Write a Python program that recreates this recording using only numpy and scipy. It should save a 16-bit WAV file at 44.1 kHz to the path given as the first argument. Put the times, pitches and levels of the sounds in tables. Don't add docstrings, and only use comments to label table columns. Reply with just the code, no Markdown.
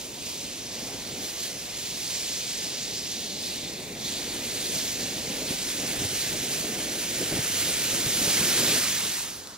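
import sys
import numpy as np
from scipy import signal
from scipy.fft import rfft, irfft, next_fast_len
from scipy.io import wavfile

SR = 44100
rng = np.random.default_rng(int(sys.argv[2]) if len(sys.argv) > 2 else 0)


def transcribe(signal):
    frames = np.atleast_2d(signal).T
    limited = np.clip(frames, -1, 1)
    pcm = np.round(limited * 32767).astype(np.int16)
    wavfile.write(sys.argv[1], SR, pcm)


N = 422125


def from_db(db):
    return 10 ** (np.asarray(db) / 20)


def in_time(rows):
    times, *columns = np.transpose(rows)
    return [np.interp(np.arange(N) / SR, times, column) for column in columns]


def at_hz(points, hz):
    table_hz, values = np.array(points).T
    return np.interp(np.log(hz), np.log(table_hz), values)


def bell(hz, centre_hz, octaves):
    return np.exp(-0.5 * (np.log2(hz / centre_hz) / octaves) ** 2)


def band_pass(order, low_hz, high_hz, x):
    return signal.sosfilt(signal.butter(order, [low_hz, high_hz], "band", fs=SR, output="sos"), x)


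def drift(rate_hz):
    step = 40
    r = np.exp(-2 * np.pi * rate_hz * step / SR)
    noise = rng.standard_normal(N // step + 2002)
    slow = signal.lfilter([1], [1, -2 * r, r * r], noise)[2000:]
    return np.interp(np.arange(N) / step, np.arange(len(slow)), slow / slow.std())


def swells(tops, db, rise_s, fall_s):
    t, out = np.arange(N) / SR, np.zeros(N)
    for s, top, rise, fall in np.broadcast(tops, db, rise_s, fall_s):
        near = slice(int((s - rise) * SR), int((s + fall) * SR))
        ramp = np.interp(t[near], [s - rise, s, s + fall], [0, top, 0])
        out[near] = np.maximum(out[near], ramp)
    return out


# (time [s], roar level [dB], rumble level [dB])
FLAME_COURSE = [(0.0, -46, -55), (0.58, -44.5, -52.5), (0.72, -42.5, -51), (0.95, -43, -51),
                (1.24, -40.5, -48), (1.28, -46.5, -54), (2.0, -46, -49.5), (2.8, -44.5, -51.5),
                (3.8, -41, -50), (4.35, -39.5, -49), (4.9, -41.5, -48.5), (5.3, -38, -47.5),
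                (5.65, -42, -50.5), (6.2, -41, -45), (6.75, -36.5, -48), (7.1, -41, -48),
                (7.55, -41.5, -47.5), (8.15, -38, -44.5), (8.76, -32.5, -44.5), (8.81, -39.5, -46),
                (9.15, -46, -52), (9.57, -53, -62)]
# (time of the top [s], swell [dB], rise [s])
FLAME_SWELLS = [(0.82, 0, 0.036), (0.95, 1, .04), (2.92, 1.5, 0.045), (4.35, 3, .04), (4.77, 4.5, 0.033),
                (5.04, 4.5, 0.074), (5.17, 2.5, 0.044), (5.3, 2.5, .03), (5.44, 4, 0.07), (5.52, 4, 0.048),
                (5.84, 7, .07), (6.04, 6, 0.3), (6.34, 4, 0.045), (6.66, 2.5, 0.041), (6.82, 1.5, 0.073),
                (7.22, 7, 0.072), (7.33, 12.5, 0.03), (7.39, 7.5, 0.15), (7.7, 3.5, 0.11), (7.97, 4, .1),
                (8.07, 4, 0.025), (8.22, 3.5, 0.037), (8.29, 5, 0.071), (8.35, 0.5, .03),
                (8.42, 3.5, 0.034), (8.61, 5, 0.033), (9.06, 5, .04)]
# (time [s], tilt [dB per octave])
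ROAR_REACH = [(0.0, 1), (0.6, -0.8), (1.0, 2.5), (1.24, -0.5), (1.3, 2), (3.0, -.5), (5.0, 0), (9.57, 0.2)]
COLLAPSE_S, RUMBLE_SWELLS = 0.035, 0.97
REACH_PER_SWELL = 0.18


def flame_levels():
    roar_db, rumble_db = in_time(FLAME_COURSE)
    tops, db, rise = np.transpose(FLAME_SWELLS)
    up = swells(tops, db, rise, COLLAPSE_S)
    tilt_db = in_time(ROAR_REACH)[0] + REACH_PER_SWELL * up
    return roar_db + up, rumble_db + RUMBLE_SWELLS * up, tilt_db


# (time [s], hiss level [dB], duller rush level [dB], sizzle level [dB])
JET_COURSE = [(0.0, -40.5, -45.5, -49), (0.1, -44.5, -49, -50), (0.22, -42, -49, -52),
              (0.55, -42, -47, -53), (0.8, -40, -44, -50), (1.2, -41, -45.5, -49), (1.66, -41, -45, -49),
              (2.03, -37.5, -46, -46.5), (2.14, -34.5, -43.5, -45), (2.7, -37, -43, -48.5),
              (3.36, -39, -46.5, -49), (3.68, -41, -44, -51), (3.95, -45, -45.5, -52.5),
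              (4.06, -36, -43, -49), (4.35, -39, -42.5, -46), (4.72, -34.5, -42, -41.5),
              (5.25, -37.5, -42, -46.5), (5.9, -35.5, -39, -41), (6.9, -36.5, -40.5, -43),
              (7.6, -32.5, -35.5, -37.5), (8.1, -31.5, -37.5, -36.5), (8.37, -29, -32.5, -33),
              (8.72, -28.5, -32, -33.5), (9.19, -36, -40.5, -39.5), (9.26, -39, -43.5, -44.5),
              (9.38, -45, -49.5, -50), (9.57, -48.5, -45.5, -63)]
# (time of the top [s], swell of the hiss [dB], fall [s])
JET_SPURTS = [(0.27, 4, 0.36), (1.25, 4, .1), (1.4, 4, .1), (1.44, 6, .09), (1.77, 2.0, .1),
              (1.87, 1.5, .12), (3.46, 3.5, 0.16), (4.09, 1, 0.18), (4.78, 2, 0.1), (5.03, 0, .1),
              (5.31, 1, 0.09), (5.52, 3, .05), (5.68, 2, .06), (6.05, 2, 0.044), (6.17, 2.5, 0.17),
              (6.43, 2, 0.063), (6.53, 3, 0.09), (6.82, 1, 0.054), (7.01, 1.5, .1), (7.22, 0.5, 0.061),
              (7.4, 0.5, 0.11), (7.58, 1.5, 0.13)]
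# (time [s], drop [dB]); a negative drop does nothing
SIZZLE_DROPOUTS = [(1.54, -3), (2.76, 11), (3.35, 7)]
SPURT_RISE_S, RUSH_SPURTS, SIZZLE_SPURTS = 0.058, 0.57, 1.2
DROPOUT_S = 0.06


def jet_levels():
    hiss_db, rush_db, sizzle_db = in_time(JET_COURSE)
    tops, db, fall = np.transpose(JET_SPURTS)
    up = swells(tops, db, SPURT_RISE_S, fall)
    drop = swells(*np.transpose(SIZZLE_DROPOUTS), DROPOUT_S, DROPOUT_S)
    return hiss_db + up, rush_db + RUSH_SPURTS * up, sizzle_db + SIZZLE_SPURTS * up - drop


# (frequency [Hz], likeness [0-1])
PORT_LIKENESS = [(40, .5), (80, 0.66), (130, 0.92), (200, 0.975), (400, 0.97), (800, 0.95), (1300, 0.82),
                 (3000, 0.8), (8000, .78), (15000, 0.82)]
# (frequency [Hz], lead of the left port [rad])
PORT_LEAD = [(30, 0), (400, -.1), (700, -.3), (1100, -.5), (3600, -.75), (7000, -1.6), (10200, -2.5),
             (15500, -3.5)]


def likeness(hz):
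    return np.clip(at_hz(PORT_LIKENESS, hz), 0, 1)


def shares(spectrum, hz):
    power = from_db(2 * at_hz(spectrum, hz)) * hz
    summed = (1 + likeness(hz) * np.cos(at_hz(PORT_LEAD, hz))) / 2
    return power / np.sum(power * summed)


# (time [s], centre [Hz], lift [dB])
BRIGHT_BAND = [(0.0, 4700, 2.5), (2.3, 4830, 3.5), (3.2, 4500, 5.5), (4.0, 3900, 4.5), (4.8, 4460, 3),
               (7.5, 4600, 1), (9.57, 4580, 3)]
HOLLOW_S, HOLLOW_HALF_S, HOLLOW_HZ, HOLLOW_DB = 3.85, 0.22, 3100, 9
TILT_ABOUT_HZ = 280
# (time [s], dip [Hz], depth [dB])
GROUND_DIP = [(0, 1380, 8.5), (1.5, 1290, 7.5), (2.5, 1220, 8.5), (3.9, 1280, 11), (4.3, 1210, 6.5),
              (7.5, 1090, 7.5), (8.5, 1020, 4), (9.1, 1010, 2.5), (9.3, 2300, -0.5), (9.42, 2460, 6),
              (9.57, 2340, 14)]
DIP_OCTAVES = 0.34
# (frequency [Hz], level [dB per Hz])
RUMBLE_SPECTRUM = [(22, -18), (40, -5.5), (70, -6), (110, -0.5), (160, -3.5), (220, -6.5), (400, -32),
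                   (1000, -60)]
ROAR_SPECTRUM = [(80, -25), (160, -4), (250, -0.5), (450, -4), (700, -8.5), (1100, -19), (2000, -22.5),
                 (4000, -40)]
RUSH_SPECTRUM = [(400, -28), (900, -6), (1500, -3), (2400, -1.5), (3100, -4), (4500, -25), (9000, -45)]
HISS_SPECTRUM = [(1000, -38), (2500, -5), (3600, 1), (5000, -1), (6800, 3), (8200, -3.5), (11000, -10.5),
                 (16000, -8)]
SIZZLE_SPECTRUM = [(3000, -40), (6000, -8), (8500, 0), (11000, -0.5), (14000, -2.5), (16000, -9)]


def flare(flutter_db, spit_db, patchy_db):
    roar_db, rumble_db, tilt_db = flame_levels()
    hiss_db, rush_db, sizzle_db = jet_levels()
    bright_hz, lift_db = in_time(BRIGHT_BAND)
    dip_hz, depth_db = in_time(GROUND_DIP)
    hollow_db = HOLLOW_DB * np.exp(-((np.arange(N) / SR - HOLLOW_S) / HOLLOW_HALF_S) ** 4)

    spit = spit_db * (drift(29) + 1.5 * drift(60))
    flutter = flutter_db * (drift(27) + 0.5 * drift(3.1))
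    levels_db = [rumble_db, roar_db + flutter, rush_db + 0.7 * spit, hiss_db + spit, sizzle_db + 1.3 * spit]
    powers = from_db(2 * np.array(levels_db))

    edges = 22 * 2 ** np.arange(0, 9.8, 1 / 4)
    centres = np.sqrt(edges[1:] * edges[:-1])
    spectra = (RUMBLE_SPECTRUM, ROAR_SPECTRUM, RUSH_SPECTRUM, HISS_SPECTRUM, SIZZLE_SPECTRUM)
    mix = np.transpose([shares(spectrum, centres) for spectrum in spectra])

    white, out = rng.standard_normal((2, 2, N + SR)), np.zeros((2, N))
    for k, hz in enumerate(centres):
        low_hz, high_hz = edges[k:k + 2]
        noise = band_pass(2, low_hz, high_hz, white[k % 2])[:, SR:]
        same, apart = noise * np.sqrt(SR / 2 / (high_hz - low_hz))

        dip_db = -depth_db * bell(hz, dip_hz, DIP_OCTAVES)
        if hz < 1600:
            octaves = np.clip(np.log2(hz / TILT_ABOUT_HZ), -1, 2)
            colour_db = tilt_db * octaves * bell(hz, 480, 1.0)
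        else:
            colour_db = lift_db * bell(hz, bright_hz, 0.21) - hollow_db * bell(hz, HOLLOW_HZ, 0.067)
        gain = np.sqrt(mix[k] @ powers) * from_db(dip_db + colour_db + patchy_db * drift(10.0))

        alike = likeness(hz)
        middle = np.sqrt(1 + alike) * same
        side = np.sqrt(1 - alike) * apart * [[1], [-1]]
        out += gain * (middle + side) / np.sqrt(2)
    return out


def crackle(per_s, spread_db, below_db):
    sizes = from_db(spread_db * np.minimum(rng.exponential(1, N), 5)) * rng.choice([-1, 1], N)
    clicks = sizes * (rng.random(N) < per_s / SR)
    grains = band_pass(2, 1800, 12000, clicks)
    hiss_db = jet_levels()[0]
    return from_db(hiss_db - below_db) * grains / grains.std()


NIGHT_DB, WIND_DB = -56, -59.5


def night():
    white = rng.standard_normal((2, 2, N + SR))
    hush = band_pass(1, 500, 1400, white[0])[:, SR:]
    wind = band_pass(2, 36, 110, white[1])[:, SR:]
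    return from_db(NIGHT_DB) * hush / hush.std() + from_db(WIND_DB) * wind / wind.std()


# (time [s], level before lift, decay and filter [dB], pitch [Hz])
GAS_CHUFFS = [(0.829, -25, 283), (0.944, -25, 398), (1.127, -29, 161), (4.764, -23, 199), (5.304, -42, 256),
              (5.507, -18, 242), (6.019, -20, 264), (6.049, -23, 102), (6.647, -23, 291), (7.187, -28, 221),
              (7.219, -29, 301), (7.323, -23, 272), (7.329, -25, 296), (7.368, -24, 328), (7.374, -18, 300),
              (7.388, -18, 137), (8.063, -19, 133), (8.215, -16, 250), (8.251, -24, 258), (8.276, -28, 186),
              (8.397, -23, 258), (8.411, -19, 188), (8.603, -25, 304), (8.651, -23, 275)]


def chuffs(cycles, lift_db):
    out, t = np.zeros(N), np.arange(SR // 20) / SR
    for s, level_db, hz in GAS_CHUFFS:
        start = round(s * SR)
        ring = np.sin(2 * np.pi * hz * t) * np.exp(-hz * t / cycles)
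        out[start:start + len(t)] += from_db(level_db + lift_db) * ring
    return band_pass(2, 80, 1100, out)


# (time [s], level before lift and filter [dB])
SPARK_SNAPS = [(2.1044, -23), (9.2144, -24), (9.2794, -28), (9.3014, -29), (9.4724, -25)]


def sparks(lift_db):
    out, t = np.zeros(N), np.arange(SR // 100) / SR
    noises = rng.standard_normal((len(SPARK_SNAPS), len(t)))
    for (s, level_db), noise in zip(SPARK_SNAPS, noises):
        start = round(s * SR)
        out[start:start + len(t)] += from_db(level_db + lift_db) * noise * np.exp(-t / 0.0008)
    return band_pass(2, 3200, 10000, out)


# (frequency [Hz], left minus right [dB])
PORT_BALANCE = [(60, -.8), (150, 0.2), (380, .7), (950, 0.2), (2380, -1.9), (5980, -1.2), (15000, -3)]


def ports(x):
    size = next_fast_len(N)
    hz = np.maximum(np.arange(size // 2 + 1) * SR / size, 1)
    half = from_db(at_hz(PORT_BALANCE, hz) / 2) * np.exp(0.5j * at_hz(PORT_LEAD, hz))
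    return irfft(rfft(x, size) * [half, 1 / half], size)[:, :N]


def scene():
    bursts = chuffs(cycles=1.02, lift_db=-2.0) + sparks(lift_db=1.0)
    bursts += crackle(per_s=600, spread_db=7.0, below_db=13.5)
    burning = flare(flutter_db=0.62, spit_db=0.3, patchy_db=0.93)
    return ports(burning + bursts) + night()


NOTCH_HZ, NOTCH_WIDTH_HZ, NOTCH_DB = 7865, 150, -12
CUTOFF_HZ = 15740


def record(dry):
    w, a = 2 * np.pi * NOTCH_HZ / SR, np.pi * NOTCH_WIDTH_HZ / SR
    g = from_db(NOTCH_DB)
    notched = signal.lfilter([1 + a * g, -2 * np.cos(w), 1 - a * g], [1 + a, -2 * np.cos(w), 1 - a], dry)
    return signal.sosfilt(signal.ellip(16, 0.5, 100, CUTOFF_HZ, fs=SR, output="sos"), notched)


dry = scene()
out = record(dry)
transcribe(out)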